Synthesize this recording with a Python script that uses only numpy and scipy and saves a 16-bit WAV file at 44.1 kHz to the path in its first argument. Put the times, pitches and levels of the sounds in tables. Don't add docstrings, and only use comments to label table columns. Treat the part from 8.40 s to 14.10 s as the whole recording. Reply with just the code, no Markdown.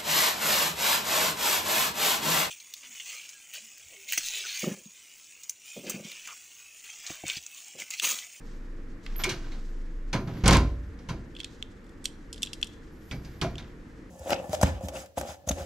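import sys
import numpy as np
from scipy import signal
from scipy.fft import rfft, irfft
from scipy.io import wavfile
from scipy.ndimage import uniform_filter1d

SR = 44100
rng = np.random.default_rng(int(sys.argv[2]) if len(sys.argv) > 2 else 0)


def put_to_file(sound):
    columns = np.atleast_2d(sound).T
    safe = np.clip(columns, -1, 1)
    whole_steps = np.round(safe * 32767)
    wavfile.write(sys.argv[1], SR, whole_steps.astype(np.int16))


N = 251370
TIME = np.arange(N) / SR
RING_TIME = TIME[:SR]

# (frequency [Hz], relative level [dB], t60 [s], time constant of the build-up [ms])
SHEET_RING = [(90, -10, 1, 18), (162, 0.5, 0.21, 7.8), (320, -5, 0.46, 21), (497, -5.5, 0.28, 14),
              (1000, -5.5, 0.21, 7.2), (1720, -5.5, 0.23, 2.5), (2580, -7.5, 0.17, 1.2),
              (5100, -7.5, 0.18, 1), (7300, -9.5, 0.083, 1), (9470, -31, 0.23, 0.89), (12600, -23, 0.2, 1),
              (16000, -44.5, .15, 1)]


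def amp(db):
    return 10 ** (np.asarray(db) / 20)


def at_pitch(rows, hz):
    table_hz, *columns = np.transpose(rows)
    log_hz = np.log(np.maximum(hz, 1))
    return [np.interp(log_hz, np.log(table_hz), column) for column in columns]


def unit(x):
    return x / np.sqrt(np.mean(x ** 2))


def add(out, s, sound):
    i = int(s * SR)
    n = min(sound.shape[-1], N - i)
    out[:, i:i + n] += sound[..., :n]


def noise(size, gain, wider_db=0):
    # (frequency [Hz], side minus mid [dB])
    stereo_width = [(60, -33), (200, -26), (700, -17), (1300, -14), (2500, -7), (8000, -9), (15000, -6)]
    hz = np.fft.rfftfreq(size, 1 / SR)
    mid, side = rfft(rng.standard_normal((2, size))) * gain(hz)
    side = side * amp(np.minimum(at_pitch(stereo_width, hz)[0] + wider_db, -3))
    return unit(irfft(np.array([mid + side, mid - side]), size))


def band(centre_hz, octaves):
    return lambda hz: np.exp(-(2 * np.log2((hz + 1) / centre_hz) / octaves) ** 4 / 2)


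def fade(t, t60):
    return np.exp(-np.log(1000) * t / t60)


def build_up(ms):
    return 1 - np.exp(-RING_TIME * 1000 / ms)


def ring(hz, t60, t=RING_TIME):
    return np.sin(2 * np.pi * hz * t) * fade(t, t60)


def walk(rate):
    k = max(int(SR / rate), 1)
    steps = np.repeat(rng.standard_normal(N // k + 1), k)
    return unit(uniform_filter1d(steps, k)[:N])


def strokes(rows, attack_s, release_s):
    power = 0
    for s, length, db in rows:
        rise = np.clip((TIME - s) / attack_s, 0, 1)
        fall = fade(np.maximum(TIME - s - length, 0), release_s)
        power = power + (amp(db) * rise * fall) ** 2
    return np.sqrt(power)


def air(level_db=-45.5, swell_db=0.4, wider_db=11):
    # (frequency [Hz], relative level [dB])
    rumble = [(12, -46), (20, 6.5), (42, 1), (62, -5.5), (97, -4.5), (128, -9.5), (281, -5), (350, -7.5),
              (412, -19), (447, -10), (655, -27.5), (1800, -24.5), (2780, -37), (3960, -44.5),
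              (9220, -54.5), (11800, -54.5), (13500, -76.5)]
    spectrum = lambda hz: amp(at_pitch(rumble, hz)[0])
    return noise(N, spectrum, wider_db) * amp(level_db + swell_db * walk(2.5))


def room(x, wet_db, low_t60=0.37, high_t60=0.35, gap_s=0.0053):
    low = noise(SR, lambda hz: 1 / (1 + (hz / 600) ** 2)) * fade(RING_TIME, low_t60)
    high = noise(SR, lambda hz: hz / (hz + 500) / (1 + (hz / 11000) ** 2)) * fade(RING_TIME, high_t60)
    tail = (0.39 * low + high) * np.clip(RING_TIME / gap_s - 1, 0, 1)
    return amp(wet_db) * signal.fftconvolve(x, tail / np.linalg.norm(tail[0]), axes=1)[:, :N]


def sleeve(grain_db=2.0, rest_db=-72, silk_share_db=-17.5):
    # (start [s], length [s], level [dB])
    arm_moves = [(0, 0.14, -66.5), (.62, 0.67, -65), (2.95, 0.21, -68), (3.95, 0.32, -63.5),
                 (4.6, 0.47, -71.5)]
    # (start [s], length [s], level [dB])
    reaches = [(1.75, 0.29, -72.5), (4.5, 0.49, -73.5)]
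    cloth = np.hypot(amp(rest_db), strokes(arm_moves, attack_s=0.017, release_s=1.0))
    sliding = np.hypot(amp(silk_share_db) * cloth, strokes(reaches, attack_s=0.094, release_s=1.5))
    rustle = noise(N, band(4100, 1.79)) * cloth * amp(grain_db * walk(49))
    silk = noise(N, band(12100, .15)) + .6 * noise(N, band(10800, .45))
    return rustle + silk * sliding * amp(grain_db * walk(40))


def wobble(hz=26.0, drift=0.087, level_db=-3):
    # (start [s], length [s], level before level_db [dB])
    quivers = [(0, 0.52, -35), (.645, 0.13, -27), (.95, .75, -30)]
    swing = np.sin(2 * np.pi * np.cumsum(hz * (1 + drift * walk(25))) / SR)
    return unit(swing) * amp(level_db) * strokes(quivers, attack_s=0.047, release_s=0.65)


def rubbing(slip_db=2.0, top_hz=6000, low_hz=500):
    # (start [s], length [s], level [dB])
    rubs = [(.65, 0.53, -56.5), (.788, 0.027, -38.5), (.87, 0.026, -49), (1.87, .16, -53.5),
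            (4.83, 0.47, -62.5)]

    def spectrum(hz):
        bass_cut = hz / (hz + low_hz)
        tilt = 1 / np.sqrt(hz + low_hz)
        return amp(at_pitch(SHEET_RING, hz)[0]) * bass_cut * tilt / (1 + (hz / top_hz) ** 2)

    sheet = noise(N, spectrum)
    slips = amp(2 * slip_db * np.tanh(walk(220) / 2))
    return unit(sheet * slips) * strokes(rubs, attack_s=0.011, release_s=0.18)


def hinge_ticks(centre_hz=2300, octaves=1.9, t60=0.022):
    # (time [s], level [dB])
    cracks = [(.6640, -34), (.759, -43.5)]
    out = np.zeros((2, N))
    for s, db in cracks:
        add(out, s, amp(db) * noise(SR, band(centre_hz, octaves)) * fade(RING_TIME, t60))
    return out


def hinge(flutter_db=5.0, unsteady=0.021):
    low_hz, high_hz = 12020, 13500
    climb_at_s, climb_scale_s = 0.807, 0.0076
    climb = (1 + np.tanh((TIME - climb_at_s) / climb_scale_s / 2)) / 2
    hz = low_hz + (high_hz - low_hz) * climb
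    phase = 2 * np.pi * np.cumsum(hz * (1 + unsteady * walk(1500))) / SR
    squeak = (0.76, 0.038, -41)
    level = strokes([squeak], attack_s=0.0032, release_s=.2)
    return unit(np.sin(phase) * amp(flutter_db * walk(570))) * level


def ticks(count=3, contact_ms=3.2, spread_db=2.5, slack=0.22):
    # (start [s], length [s], peak before random spread [dB], brightness [dB per octave])
    jiggles = [(2.948, 0.059, -40, -5), (2.991, .06, -38.5, -2), (3.44, 0.072, -53.5, 9),
               (3.642, .012, -36, 11), (3.941, 0.052, -40.5, 2), (4.039, .03, -32, 4),
               (4.209, 0.089, -36.5, 8.5), (5.204, 0.056, -46.5, -6)]
    rows = []
    for start, length, db, bright_db in jiggles:
        times = start + length * (np.arange(count) + slack * rng.random(count)) / count
        levels = db + spread_db * rng.standard_normal(count)
        rows += [(s, level, bright_db, contact_ms) for s, level in zip(times, levels)]
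    return rows


def padlock(level_db=0, spot_db=1.5, detune=0.01, ear_db=5.0, pan_db=-0.8, grit=0.65, pivot_hz=4000,
            low_hz=2000, top_hz=13500, snap_db=-4, scatter_db=-13, scatter_t60=0.12):
    # (time [s], peak [dB], brightness [dB per octave], time constant of the contact [ms])
    clicks = [(0.8369, -18, 3, 4), (.8415, -19.5, 12, 2.5), (2.0785, -8, 7.5, 2.7), (2.109, -13.5, 5, 1),
              (2.132, -18, 9, 2), (2.1692, -17, 7, 1.3), (2.9651, -32.5, -8, 4.7),
              (3.0021, -25.5, -4.5, 4.4), (3.0448, -23.5, -1.5, 1.8), (3.2257, -22.5, -5, .3),
              (3.6554, -14, 5, 2.4), (3.9286, -25.5, 9.5, 5.8), (4.021, -25, 4, 6.5),
              (4.0298, -18.5, 14, 4), (4.031, -12.5, -7.5, 2.3), (4.071, -30, -4, 5.4),
              (4.1320, -24.5, 5.5, 4.5), (4.2284, -13.5, -4.5, 3.2), (4.7118, -28.5, -12, 1.6),
              (5.014, -23.5, 0.5, 2.9), (5.1555, -33.5, -6, 2.2), (5.1814, -30.5, -10, 2)]
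    # (frequency before detuning [Hz], relative level [dB], t60 [s])
    lock_modes = [(2265, -21, 0.014), (2603, -4.5, 0.012), (3280, 6, 0.0071), (3527, 1, 0.012),
                  (4214, -8.5, 0.0085), (5020, -6.5, 0.0072), (5700, -8.5, 0.0082), (6660, -19.5, 0.016),
                  (6900, -10.5, 0.013), (7630, -13, 0.02), (8390, -15, 0.012), (10140, -22, 0.0122),
                  (11350, -29, .009), (12300, -37.5, 0.014)]
    # (frequency [Hz], relative level [dB], t60 [s])
    shackle_modes = [(3270, -37.5, .22), (3720, -32, 0.18), (3970, -46.5, .5), (4150, -36, 0.12),
                     (7380, -47, 0.22), (8170, -41.5, .16)]
    out, t = np.zeros((2, N)), RING_TIME[:SR // 4]
    hz, mode_db, t60 = np.transpose(lock_modes + shackle_modes)
    gripped = np.arange(len(hz)) < len(lock_modes)
    signs = (-1) ** np.arange(len(hz))
    radiation = signal.butter(3, [low_hz, top_hz], "band", fs=SR, output="sos")
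    pan = np.array([[pan_db], [-pan_db]]) / 2
    for s, db, bright_db, contact_ms in clicks + ticks():
        shift, spot, left, right = rng.standard_normal((4, len(hz)))
        modes = ring((hz * (1 + detune * shift * gripped))[:, None], t60[:, None], t)
        tilt_db = bright_db * np.log2(hz / pivot_hz)
        gains = amp(mode_db + spot_db * spot + tilt_db + ear_db * np.array([left, right]))
        body = gains * signs @ modes
        scrape = rng.standard_normal(SR // 50) * np.exp(-t[:SR // 50] * 1000 / contact_ms)
        contact = grit * scrape / np.linalg.norm(scrape)
        contact[0] += 1
        click = unit(signal.fftconvolve(body, contact[None], axes=1)[:, :len(t)])

        def colour(f):
            tilt = bright_db * np.log2((f + 1) / pivot_hz)
            return amp(tilt + at_pitch(lock_modes, f)[0] / 2) / (1 + (f / 7000) ** 2)

        snap = unit(noise(len(t), colour) * np.exp(-t * 1000 / (contact_ms + 1.0)))
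        scatter = unit(noise(len(t), colour) * fade(t, scatter_t60))
        click = signal.sosfilt(radiation, click + amp(snap_db) * snap + amp(scatter_db) * scatter)
        add(out, s, amp(db + level_db + pan) * click / np.abs(click.mean(0)).max())
    return out


def spot_ring(hz, spread=.05, t60=0.14, build_cycles=8, count=5):
    offsets = np.linspace(-1.4, 1.4, count) + .3 * rng.standard_normal(count)
    modes = ring(hz * (1 + spread * offsets)[:, None], t60)
    gains = rng.choice([-1, 1], count) * (1 + 0.085 * rng.standard_normal((2, count)))
    return np.sqrt(2 / count) * (gains @ modes) * (1 - np.exp(-RING_TIME * hz / build_cycles))


def locker(panel_db=-1, spot_db=2, ripple_db=3, ripple_hz=30, bass_hz=440, treble_hz=1500):
    # (time [s], level [dB], weight as extra bass [dB], hardness as extra treble [dB],
    # resonance of the struck spot [Hz], level of that resonance relative to the blow [dB])
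    blows = [(0.8374, -36, -1, 11, 2270, 11.5), (.866, -37.5, -6, -14, 347.7, 19),
             (.891, -40, -15, 16, 3140, -1), (.908, -43.5, -5, 0, 350, 8), (1.040, -58, 9, 3, 1463, 12.5),
             (1.118, -50.5, 0, 3, 3950, -2), (1.729, -24.5, -5, -4.5, 142, 14),
             (1.872, -40.5, 6.5, -11, 1384, -1), (1.945, -44, 9.5, -15, 149.8, 1),
             (2.037, -26, 6.5, -8.5, 211, 0), (2.057, -21, -1, -1, 714, -9),
             (2.0784, -20, 2.5, 1.5, 984, 4), (2.108, -25, -11.5, 1.5, 1008, 3),
             (2.124, -20.5, -4.5, 2, 157, -2), (2.146, -24.5, -8, 0, 1003, 6),
             (2.588, -60, 3, 4.5, 5300, -3), (2.6873, -39, 3, 2.5, 972, 2.5),
             (4.7123, -45, 9.5, 6, 2220, 6), (4.8467, -59.5, 10, 11.5, 4880, 3),
             (5.0145, -32.5, 0, 3, 345, 12), (5.040, -44, -3, -25, 678, 21.5),
             (5.1812, -48.5, -2.5, 5.5, 3770, 2)]
    # (frequency [Hz], relative level [dB], t60 [s])
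    flex_modes = [(30.5, -8, 0.96), (44, -8.5, 0.8), (58.14, -1, 0.89), (72.2, -3, 0.5), (83.1, -8.5, 0.7)]
    # (frequency [Hz], level before panel_db and random spread [dB], t60 [s])
    panel_modes = [(121, 8, 0.27), (139.5, -3, 0.42), (156.6, 1, 0.42), (200.2, -4.5, 0.44),
                   (248.5, -11.5, 0.85), (292.6, -14.5, 0.81), (335, -12.5, 0.44), (377, -24.5, 0.61),
                   (524, -7.5, 0.17), (577, -23, 0.75), (664, -11.5, 0.44), (729, -15.5, .35),
                   (973, -11, 0.36), (1031, -11, 0.3), (1192, -25, 0.44), (1388, -16, 0.36),
                   (2400, -12, 0.2), (2480, -20, 0.13)]
    seated_s, flex_open_db, flex_seated_db = 2.0, -9, -1

    centres = 90 * 2 ** (np.arange(16) / 2)
    peaks = rng.standard_normal(SR // 10)

    def ripple(hz):
        height = np.interp(hz / ripple_hz, np.arange(len(peaks)), peaks)
        return amp(ripple_db * height * hz / (hz + 400))

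    clang = np.array([noise(2 * SR, lambda hz: band(f, .5)(hz) * ripple(hz)) for f in centres])
    sheet_db, sheet_t60, build_ms = (c[:, None] for c in at_pitch(SHEET_RING, centres))
    shape = amp(sheet_db) * fade(RING_TIME, sheet_t60) * build_up(build_ms)
    mode_hz, mode_db, mode_t60 = np.transpose(panel_modes)
    panel_build_ms = at_pitch(SHEET_RING, mode_hz)[2][:, None]
    panels = ring(mode_hz[:, None], mode_t60[:, None]) * build_up(panel_build_ms)
    flex = sum(amp(db) * ring(hz, t60) for hz, db, t60 in flex_modes)

    out = np.zeros((2, N))
    for s, db, weight_db, hard_db, spot_hz, ring_db in blows:
        def force_db(hz):
            bass = weight_db / (1 + (hz / bass_hz) ** 2)
            treble = hard_db / (1 + (treble_hz / hz) ** 2)
            return db + bass + treble

        start = rng.integers(SR)
        bands = amp(force_db(centres))[:, None] * shape
        add(out, s, np.einsum("bt,bct->ct", bands, clang[..., start:start + SR]))
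        favour_db = spot_db * rng.standard_normal(len(mode_hz))
        add(out, s, amp(force_db(mode_hz) + mode_db + panel_db + favour_db) @ panels)
        flex_db = weight_db + (flex_seated_db if s > seated_s else flex_open_db)
        add(out, s, amp(db + flex_db) * flex + amp(db + ring_db) * spot_ring(spot_hz))
    return out


def scene():
    background = wobble() + sleeve() + air()
    door = (locker() + rubbing() + hinge_ticks()) * amp(np.array([[-.4], [.4]]))
    door[0] = np.roll(door[0], 1)
    door = door + hinge() * amp(np.array([[-4], [1]]))
    lock = padlock()
    door_in_room = door + room(door, wet_db=-15.0)
    lock_in_room = lock + room(lock, wet_db=-24.5, high_t60=0.45)
    return door_in_room + lock_in_room + background


def record(dry):
    dry = signal.sosfilt(signal.butter(2, 14, "high", fs=SR, output="sos"), dry)
    return signal.sosfilt(signal.ellip(8, .2, 80, 15300, fs=SR, output="sos"), dry)


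dry = scene()
out = record(dry)
put_to_file(out)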